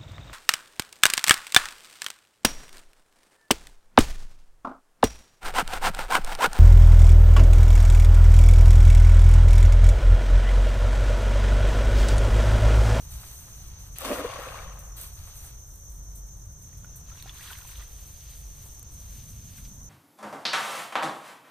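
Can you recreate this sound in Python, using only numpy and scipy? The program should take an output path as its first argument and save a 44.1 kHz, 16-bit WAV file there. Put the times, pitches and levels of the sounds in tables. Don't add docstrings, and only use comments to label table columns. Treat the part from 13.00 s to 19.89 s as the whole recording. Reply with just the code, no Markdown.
import sys
import numpy as np
from scipy import signal
from scipy.fft import rfft, irfft, next_fast_len
from scipy.io import wavfile

SR = 44100
rng = np.random.default_rng(int(sys.argv[2]) if len(sys.argv) > 2 else 0)


def master_out(mix):
    frames = np.transpose(np.atleast_2d(mix))
    ceiling = np.clip(frames, -1, 1)
    pcm = np.round(ceiling * 32767).astype(np.int16)
    wavfile.write(sys.argv[1], SR, pcm)


N = 303849

# frequency in Hz, left-right correlation.
WATER_CORRELATION = [(300, 1), (650, 0.98), (1200, 0.97), (2200, 0.55), (4500, 0.52), (10000, 0.2)]


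def splash():
    # frequency in Hz, relative level in dB.
    foam_spectrum = [(150, -21), (270, -9), (400, -8), (520, 3), (680, -1), (900, -3), (1140, 1),
                     (1500, -5), (2600, -10.5), (5000, -20.5), (9000, -35)]
    spray_spectrum = [(800, -5.5), (2500, 4.5), (4000, 1), (6000, -4), (9000, -2.5), (13000, -16),
                      (15700, -18)]
    # frequency in Hz, left channel's lead in radians.
    left_lead = [(900, -1), (2000, 0.83), (3500, 2.5), (6000, 3.5)]
    touch_s, land_s = 0.921, 0.96
    foam_gain = amp(-40) * envelope(land_s, rise_s=0.1, hold_s=0.47, t60_s=1.23, sag_db_per_s=5.5)
    spray_gain = amp(-44) * envelope(touch_s, rise_s=0.13, hold_s=0.51, t60_s=0.98, sag_db_per_s=15.5)
    swarm = bubbles(per_s=3000, low_hz=401, high_hz=5020, cycles=23, spread_db=8.5)
    foam = foam_gain * stereo(swarm + 1.2 * noise(), foam_spectrum, WATER_CORRELATION)
    droplets = crackle(per_s=2300, spread_db=5.5) + 0.5 * noise()
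    spray = spray_gain * stereo(droplets, spray_spectrum, WATER_CORRELATION)
    balance = amp([[1.9], [-1.9]])
    return plunge() + balance * from_left(foam + spray + spatter(), left_lead)


def plunge():
    # peak time in seconds, level in dB.
    surges = [(1.064, -37), (1.115, -25.5), (1.146, -46), (1.205, -33.5)]
    # frequency in Hz, relative level in dB.
    spectrum = [(70, -29), (130, -20), (200, -6), (295, 1), (390, -8), (490, 0), (600, -0.5), (850, -13),
                (1130, -10), (1400, -17), (3000, -24), (5000, -60)]
    # start in seconds, level in dB, pitch in Hz.
    air_pockets = [(1.048, -28, 1086), (1.052, -35, 256), (1.076, -37, 697), (1.096, -34, 236),
                   (1.105, -26, 310), (1.118, -24.5, 574), (1.142, -45, 402), (1.183, -36, 490),
                   (1.196, -28.5, 580), (1.206, -33, 284), (1.244, -21.5, 462)]
    ring_cycles = 30.5
    gulps = [(s, db, hz, ring_cycles / hz) for s, db, hz in air_pockets]
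    churn_gain = swells(surges, rise_db_per_s=417, fall_db_per_s=303)
    churn = churn_gain * stereo(noise(), spectrum, WATER_CORRELATION)
    return churn + plops(gulps, ring=1.6, burst=0.31, attack_share=0.065)


def spatter():
    # start in seconds, level in dB.
    clusters = [(0.955, -47), (1.004, -46), (1.041, -37), (1.075, -41), (1.125, -41), (1.175, -47.5)]
    # frequency in Hz, relative level in dB.
    spectrum = [(300, -14), (800, -7), (1600, 0.5), (3000, 3.5), (5000, -1.5), (9000, -2), (13500, -6.5),
                (15700, -13)]
    hold_s = 0.0095
    gain = strokes([(s, hold_s, db) for s, db in clusters], rise_s=0.0074, t60_s=0.2)
    return gain * stereo(crackle(per_s=2500, spread_db=1) + 0.3 * noise(), spectrum, WATER_CORRELATION)


def runoff():
    # time in seconds, level in dB.
    flow = [(3.6, -71), (4.03, -67), (4.1, -59), (4.32, -54.5), (4.5, -47.5), (4.62, -55), (4.83, -53.5),
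            (4.88, -64.5)]
    # frequency in Hz, relative level in dB.
    spectrum = [(300, -25), (700, -13), (960, -4), (1550, -4), (2300, -4.5), (3000, -4.5), (4000, 1),
                (5500, -4.5), (9000, -9)]
    # start in seconds, level in dB, pitch in Hz, T60 in seconds.
    fat_drops = [(1.297, -32, 1080, 0.038), (1.302, -32, 2700, 0.024), (1.317, -30, 3280, 0.011),
                 (1.331, -28, 1070, 0.022), (1.345, -34, 535, 0.053), (1.358, -28, 1080, 0.04),
                 (1.366, -35, 2120, .016), (1.386, -26.5, 530, 0.06), (1.398, -37, 1270, .025),
                 (1.433, -36, 1090, 0.027), (1.453, -30, 1100, .03), (1.462, -29, 498, 0.1),
                 (1.486, -33.5, 2450, 0.021), (1.587, -32, 2200, .018), (1.618, -41, 1120, .04),
                 (1.772, -39, 1140, 0.024), (3.728, -49, 1870, 0.019), (3.843, -40.5, 1410, 0.042),
                 (4.113, -42.5, 1310, 0.06), (4.147, -44, 940, .025), (4.199, -37, 3660, 0.018),
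                 (4.225, -25.5, 4000, 0.0045), (4.257, -38, 740, 0.032), (4.2765, -37, 3600, 0.014),
                 (4.294, -30.5, 3400, 0.017), (4.407, -39, 1880, .035), (4.459, -42, 1600, 0.019),
                 (4.475, -38, 3230, 0.02), (4.489, -36, 3780, .02), (4.501, -33, 1457, 0.062),
                 (4.512, -36.5, 910, 0.037), (4.531, -27.5, 3040, 0.014), (4.551, -38, 2050, 0.035),
                 (4.588, -40, 1460, 0.027), (4.62, -43, 1370, .04), (4.648, -42, 960, 0.037),
                 (4.692, -47, 1520, .022), (4.755, -38.5, 3640, 0.014), (4.806, -42, 1140, 0.034),
                 (4.822, -40.5, 1910, 0.03)]
    start_s, end_s = flow[0][0], flow[-1][0]
    gain = amp(curve(flow)) * envelope(start_s, rise_s=0.022, hold_s=end_s - start_s, t60_s=0.34)
    swarm = bubbles(per_s=1200, low_hz=750, high_hz=3300, cycles=20, spread_db=7)
    spurts = amp(1.3 * wobble(25))
    stream = gain * spurts * stereo(swarm + 1.75 * noise(), spectrum, WATER_CORRELATION)
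    return stream + plops(list(fat_drops) + drips(flow), ring=0.75, burst=0.29, attack_share=0.044)


def drips(flow, count=12, low_hz=890, high_hz=2290, cycles=33, over_flow_db=8):
    times_s, flow_db = np.transpose(flow)
    jitter, pitch = rng.random((count, 2)).T
    start_s = times_s[0] + (times_s[-1] - times_s[0]) * (np.arange(count) + jitter) / count
    hz = low_hz * (high_hz / low_hz) ** pitch
    return list(zip(start_s, np.interp(start_s, times_s, flow_db) + over_flow_db, hz, cycles / hz))


def mesh_slide(spectrum):
    # start in seconds, hold in seconds, level in dB.
    slides = [(-0.05, 0.71, -54), (0.09, 0.23, -50.5), (0.77, 0.22, -55.5), (0.98, 0.14, -45.5),
              (1.22, 0.38, -55.5), (1.82, .01, -58), (1.95, 0.06, -46), (2.1, 0.33, -54),
              (2.34, 0.1, -49.5), (2.42, .01, -54), (2.6, 0.53, -64), (3.2, 0.25, -68), (4.02, .3, -62),
              (4.31, .06, -54), (4.39, 0.11, -50.5), (4.55, 1.18, -55), (5.89, 0.8, -54.5)]
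    rest_db = -61
    gain = np.hypot(strokes(slides, rise_s=0.034, t60_s=0.35), amp(rest_db))
    # frequency in Hz, left-right correlation.
    correlation = [(400, .7), (1200, 0.5), (2500, -0.37), (7000, 0.52)]
    stick_slip = amp(1.6 * wobble(45) + 0.96 * wobble(10))
    contacts = crackle(per_s=5000, spread_db=5.5)
    snags = 0.17 * crackle(per_s=400, spread_db=-1)
    return gain * stick_slip * stereo(contacts + snags + 1.4 * noise(), spectrum, correlation)


def clothes_brush():
    # start in seconds, hold in seconds, level in dB.
    brushes = [(-0.05, 0.88, -58.5), (0.09, 0.18, -55.5), (1.945, 0.059, -50.5), (2.14, 0.31, -56.5)]
    # frequency in Hz, relative level in dB.
    spectrum = [(200, -7), (500, -1), (1000, 2.5), (2000, -0.5), (3000, 1), (4200, 3), (6000, -2),
                (9000, -17)]
    # frequency in Hz, left channel's lead in radians.
    left_lead = [(1400, 0.5), (2100, 1.57), (2900, 2.0), (4700, 2.5)]
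    rustle = stereo(crackle(per_s=1800, spread_db=2) + 1.03 * noise(), spectrum, [(2500, 0.69)])
    return strokes(brushes, rise_s=0.041, t60_s=0.48) * from_left(rustle, left_lead)


def grass_drag():
    # peak time in seconds, level in dB.
    tugs = [(5.02, -61.5), (5.32, -57.5), (5.66, -61.5), (6.2, -59.5), (6.58, -58.5)]
    # frequency in Hz, relative level in dB.
    spectrum = [(300, -21), (900, -6), (1800, 2), (3600, 6.5), (5000, 5), (7000, -18), (10000, -21)]
    rustle = stereo(crackle(per_s=2200, spread_db=-4.5) + 1.35 * noise(), spectrum, [(3000, 0.7)])
    return swells(tugs, rise_db_per_s=26, fall_db_per_s=66) * rustle


def weight_knocks(t60_s=0.096):
    # start in seconds, level in dB, pitch in Hz.
    knocks = [(0.232, -50, 1370), (0.48, -55.5, 1260), (2.273, -51.5, 1190), (2.44, -52.5, 1000),
              (5.655, -54, 570), (6.58, -54, 1910), (6.649, -50, 3800)]
    return plops([(s, db, hz, t60_s) for s, db, hz in knocks], ring=0, burst=0.92, attack_share=0.01)


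def hand_line(spectrum):
    # start in seconds, level in dB.
    flicks = [(1.788, -46), (1.965, -46), (2.011, -42), (3.153, -45.5), (3.617, -51.5), (3.769, -53),
              (3.957, -44.5), (4.671, -44)]
    ticks = [(0.9855, -25), (1.006, -32), (1.0545, -35), (2.013, -36), (4.226, -37.5), (5.795, -39),
             (5.829, -37.5)]
    # start in seconds, hold in seconds, level in dB.
    pulls = [(2.69, .3, -58.5)]
    flick_rise_s, flick_t60_s, tick_t60_s, twists_per_s = 0.0012, 0.21, 0.012, 53.6
    contact_gain, t = np.zeros(N), np.arange(SR // 4) / SR
    for s, db in flicks:
        add(contact_gain, s, amp(db - 60 * t / flick_t60_s) * (1 - np.exp(-t / flick_rise_s)))
    for s, db in ticks:
        add(contact_gain, s, amp(db - 60 * t / tick_t60_s))
    twists = twists_per_s * np.arange(N) / SR + 0.16 * wobble(14)
    ridges = unit((0.3 + np.sin(np.pi * twists) ** 2) * amp(2 * wobble(30)))
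    rasp_gain = strokes(pulls, rise_s=0.034, t60_s=0.12) * ridges
    friction = stereo(noise() + 0.23 * crackle(per_s=3900, spread_db=0), spectrum, [(8000, 0.27)])
    return np.hypot(contact_gain, rasp_gain) * friction


def net():
    # frequency in Hz, relative level in dB.
    spectrum = [(500, -60), (2000, -17.5), (4000, -7), (5200, -14), (7000, -1.5), (8100, 8), (10500, 3.5),
                (13400, 9), (14800, 6), (15700, -5)]
    return mesh_slide(spectrum) + clothes_brush() + grass_drag() + weight_knocks() + hand_line(spectrum)


def crickets(count=4):
    # frequency in Hz, relative level in dB.
    chorus_spectrum = [(4000, -70), (4900, -71), (5400, -6.5), (5800, -1), (6100, 5), (6450, 4),
                       (6800, -1.5), (7200, -49), (9000, -60)]
    t, near = np.arange(N) / SR, np.zeros((2, N))
    for place in np.linspace(0, 1, count):
        strokes_per_s = 25 + 45 * rng.random()
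        stroke = strokes_per_s * t + 0.8 * wobble(12)
        hz = 6170 + 380 * (place - 0.5) + 90 * wobble(70) - 260 * (stroke % 1 - 0.5)
        phase = 2 * np.pi * (np.cumsum(hz) / SR + np.array([[0], [1.4 * place]]))
        pulses = np.abs(np.sin(np.pi * stroke)) * amp(4.5 * np.tanh(wobble(28)))
        near += pulses * np.sin(phase)
    far = stereo(noise(), chorus_spectrum, [(6000, -0.089)])
    return (amp(-57) * unit(near) + amp(-54) * far) * amp(1.2 * wobble(28))


def outdoors():
    # frequency in Hz, relative level in dB.
    deep_spectrum = [(12, -10), (22, -7), (36, -5.5), (50, 1), (65, -3.5), (85, -6.5), (120, -17),
                     (200, -44), (500, -120)]
    upper_spectrum = [(25, -54), (60, -7), (95, 3.5), (130, 2), (170, -5.5), (230, -15), (330, -31.5),
                      (1500, -120)]
    drone_spectrum = [(25, -120), (38, -18), (44, -17.5), (47.5, 3.5), (51, -6.5), (58, -17), (90, -120)]
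    hum_spectrum = [(110, -40), (180, 0), (235, -1), (285, -11), (400, -44), (800, -90)]
    creek_spectrum = [(100, -17), (300, 3.5), (600, 3), (1000, 1), (1600, -3.5), (2600, -13), (3800, -8),
                      (5000, -13.5), (8000, -14.5), (15000, -17.5)]
    # frequency in Hz, left-right correlation.
    correlation = [(120, 0.99), (300, 0.99), (700, 0.081), (3000, 0.057), (12000, 0.056)]
    # time in seconds, level in dB.
    upper_level = [(0, -53), (0.5, -54), (1.7, -51), (2.3, -57), (3.1, -54), (3.9, -49.5), (4.9, -58.5),
                   (6.5, -49.5)]
    # peak time in seconds, level in dB.
    deep_swells = [(0.15, -36.5), (0.66, -41), (1.66, -40), (2.21, -40), (2.37, -41.5), (6.0, -46)]
    upper_swells = [(0.13, -53.5), (0.52, -51), (1.7, -52), (3.8, -49.5), (5.05, -52.5), (6.3, -58),
                    (6.55, -50)]
    deep_gain = np.hypot(amp(-47 + 0.5 * wobble(3.5)), swells(deep_swells, 152, 152))
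    upper_gain = np.hypot(amp(curve(upper_level)), swells(upper_swells, 100, 100))
    deep = deep_gain * stereo(noise(), deep_spectrum, correlation)
    upper = upper_gain * stereo(noise(), upper_spectrum, [(100, 0.96)])
    drone = amp(-50.5) * stereo(noise(), drone_spectrum, correlation)
    hum_start_s, hum_rise_s = 5.37, 1.66
    hum_gain = amp(-58) * curve([(hum_start_s, 0), (hum_start_s + hum_rise_s, 1)])
    hum = hum_gain * stereo(noise(), hum_spectrum, correlation)
    creek = amp(-62) * stereo(noise(), creek_spectrum, correlation) * amp(0.58 * wobble(4.3))
    return deep + upper + drone + hum + creek


def bank_echo(x, low_cut_hz=500):
    # frequency in Hz, T60 in seconds.
    decay = [(200, 0.047), (2000, 0.17), (12000, 0.058)]
    hz, t, bins = signal.stft(rng.standard_normal((2, SR // 2)), SR, nperseg=256)
    tail = signal.istft(bins * amp(-60 * t / along(decay, hz)[:, None]), SR, nperseg=256)[1]
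    echo = signal.fftconvolve(x, tail / np.linalg.norm(tail[0]), axes=1)[:, :N]
    return filtered(echo, lambda hz: hz / (hz + low_cut_hz))


def bubble(t, hz, t60_s, glide):
    phase = 2 * np.pi * hz * t * (1 + glide * t / t60_s)
    return np.sin(phase) * amp(-60 * t / t60_s) * (1 - np.exp(-2 * hz * t))


def bubbles(per_s, low_hz, high_hz, cycles, spread_db, loop_s=2):
    t, span = np.arange(600) / SR, loop_s * SR
    when, pitch, strength, life = rng.random((int(per_s * loop_s), 4)).T[..., None]
    hz = low_hz * (high_hz / low_hz) ** pitch
    gain = hz * amp(spread_db * strength ** 3) * (1 - t / t[-1])
    rings = gain * bubble(t, hz, cycles * (0.5 + life) / hz, glide=0.26)
    index = (when * 2 * span).astype(int) + np.arange(len(t))
    swarms = np.bincount(index.ravel(), rings.ravel(), 2 * span)[:2 * span].reshape(2, span)
    return unit(swarms)[:, np.arange(N) % span]


def plops(rows, ring, burst, attack_share):
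    track, t = np.zeros(N), np.arange(SR // 6) / SR
    for s, db, hz, t60_s in rows:
        band = signal.butter(2, [hz / 2, min(hz * 1.52, SR / 2.2)], "band", fs=SR)
        slap = unit(signal.lfilter(*band, rng.standard_normal(len(t)))) * amp(-60 * t / t60_s)
        onset = 1 - np.exp(-(t / (attack_share * t60_s)) ** 2)
        add(track, s, amp(db) * onset * (ring * bubble(t, hz, t60_s, glide=0.1) + burst * slap))
    return track


def crackle(per_s, spread_db):
    return unit(noise() * (rng.random((2, N)) < per_s / SR) * amp(spread_db * np.clip(noise(), -2, 2)))


def noise():
    return rng.standard_normal((2, N))


def wobble(knots_per_s):
    fine = signal.resample_poly(rng.standard_normal(int(N * knots_per_s / SR) + 4), 8, 1)
    return np.interp(np.arange(N) * (8 * knots_per_s / SR), np.arange(len(fine)), fine)


def envelope(start_s, rise_s, hold_s, t60_s, sag_db_per_s=0):
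    t = np.arange(N) / SR - start_s
    attack = np.sin(np.pi / 2 * np.clip(t / rise_s, 0, 1)) ** 2
    sag_db = sag_db_per_s * np.clip(t - rise_s, 0, hold_s)
    release_db = 60 * np.maximum(t - rise_s - hold_s, 0) / t60_s
    return attack * amp(-sag_db - release_db)


def strokes(rows, rise_s, t60_s):
    return np.sqrt(sum((amp(db) * envelope(s, rise_s, hold_s, t60_s)) ** 2 for s, hold_s, db in rows))


def swells(rows, rise_db_per_s, fall_db_per_s):
    t = np.arange(N) / SR
    gains = (amp(db - np.maximum(rise_db_per_s * (s - t), fall_db_per_s * (t - s))) for s, db in rows)
    return np.sqrt(sum(gain ** 2 for gain in gains))


def stereo(pair, spectrum, correlation):
    angle = lambda hz: np.arccos(np.clip(along(correlation, hz), -1, 1)) / 2
    response = lambda hz: amp(along(spectrum, hz)) * [np.cos(angle(hz)), np.sin(angle(hz))]
    mid, side = filtered(pair, response)
    return unit(np.array([mid + side, mid - side]))


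def from_left(x, lead):
    return filtered(x, lambda hz: np.exp(0.5j * np.outer([1, -1], along(lead, hz))))


def filtered(x, response):
    size = next_fast_len(N + SR // 2)
    return irfft(rfft(x, size) * response(np.fft.rfftfreq(size, 1 / SR)), size)[..., :N]


def along(points, hz):
    knots_hz, values = np.transpose(points)
    return np.interp(np.log(hz + 1), np.log(knots_hz + 1), values)


def curve(rows):
    return np.interp(np.arange(N) / SR, *np.transpose(rows))


def add(track, start_s, sound):
    part = track[..., max(round(start_s * SR), 0):][..., :sound.shape[-1]]
    part += sound[..., :part.shape[-1]]


def amp(db):
    return 10 ** (np.asarray(db) / 20)


def unit(x):
    return x / np.sqrt(np.mean(x ** 2) + 1e-20)


def scene():
    water = splash() + runoff()
    return water + amp(-9) * bank_echo(water) + net() + crickets() + outdoors()


def record(dry):
    # frequency in Hz, gain of the left signal in the right channel (0-1).
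    shared_treble = [(6700, 0.05), (7300, 0.32), (8800, 0.6), (11000, 1)]
    lead_s, in_phase_hz, top_hz = 0.000238, 13500, 15800
    share = lambda hz: np.clip(along(shared_treble, hz), 0, 1)
    lead = lambda hz: np.exp(2j * np.pi * (hz - in_phase_hz) * lead_s)
    left, right = dry
    shared = filtered(left, lambda hz: share(hz) * lead(hz))
    own = filtered(right, lambda hz: np.sqrt(1 - share(hz) ** 2))
    return filtered(np.array([left, shared + own]), lambda hz: hz < top_hz)


dry = scene()
out = record(dry)
master_out(out)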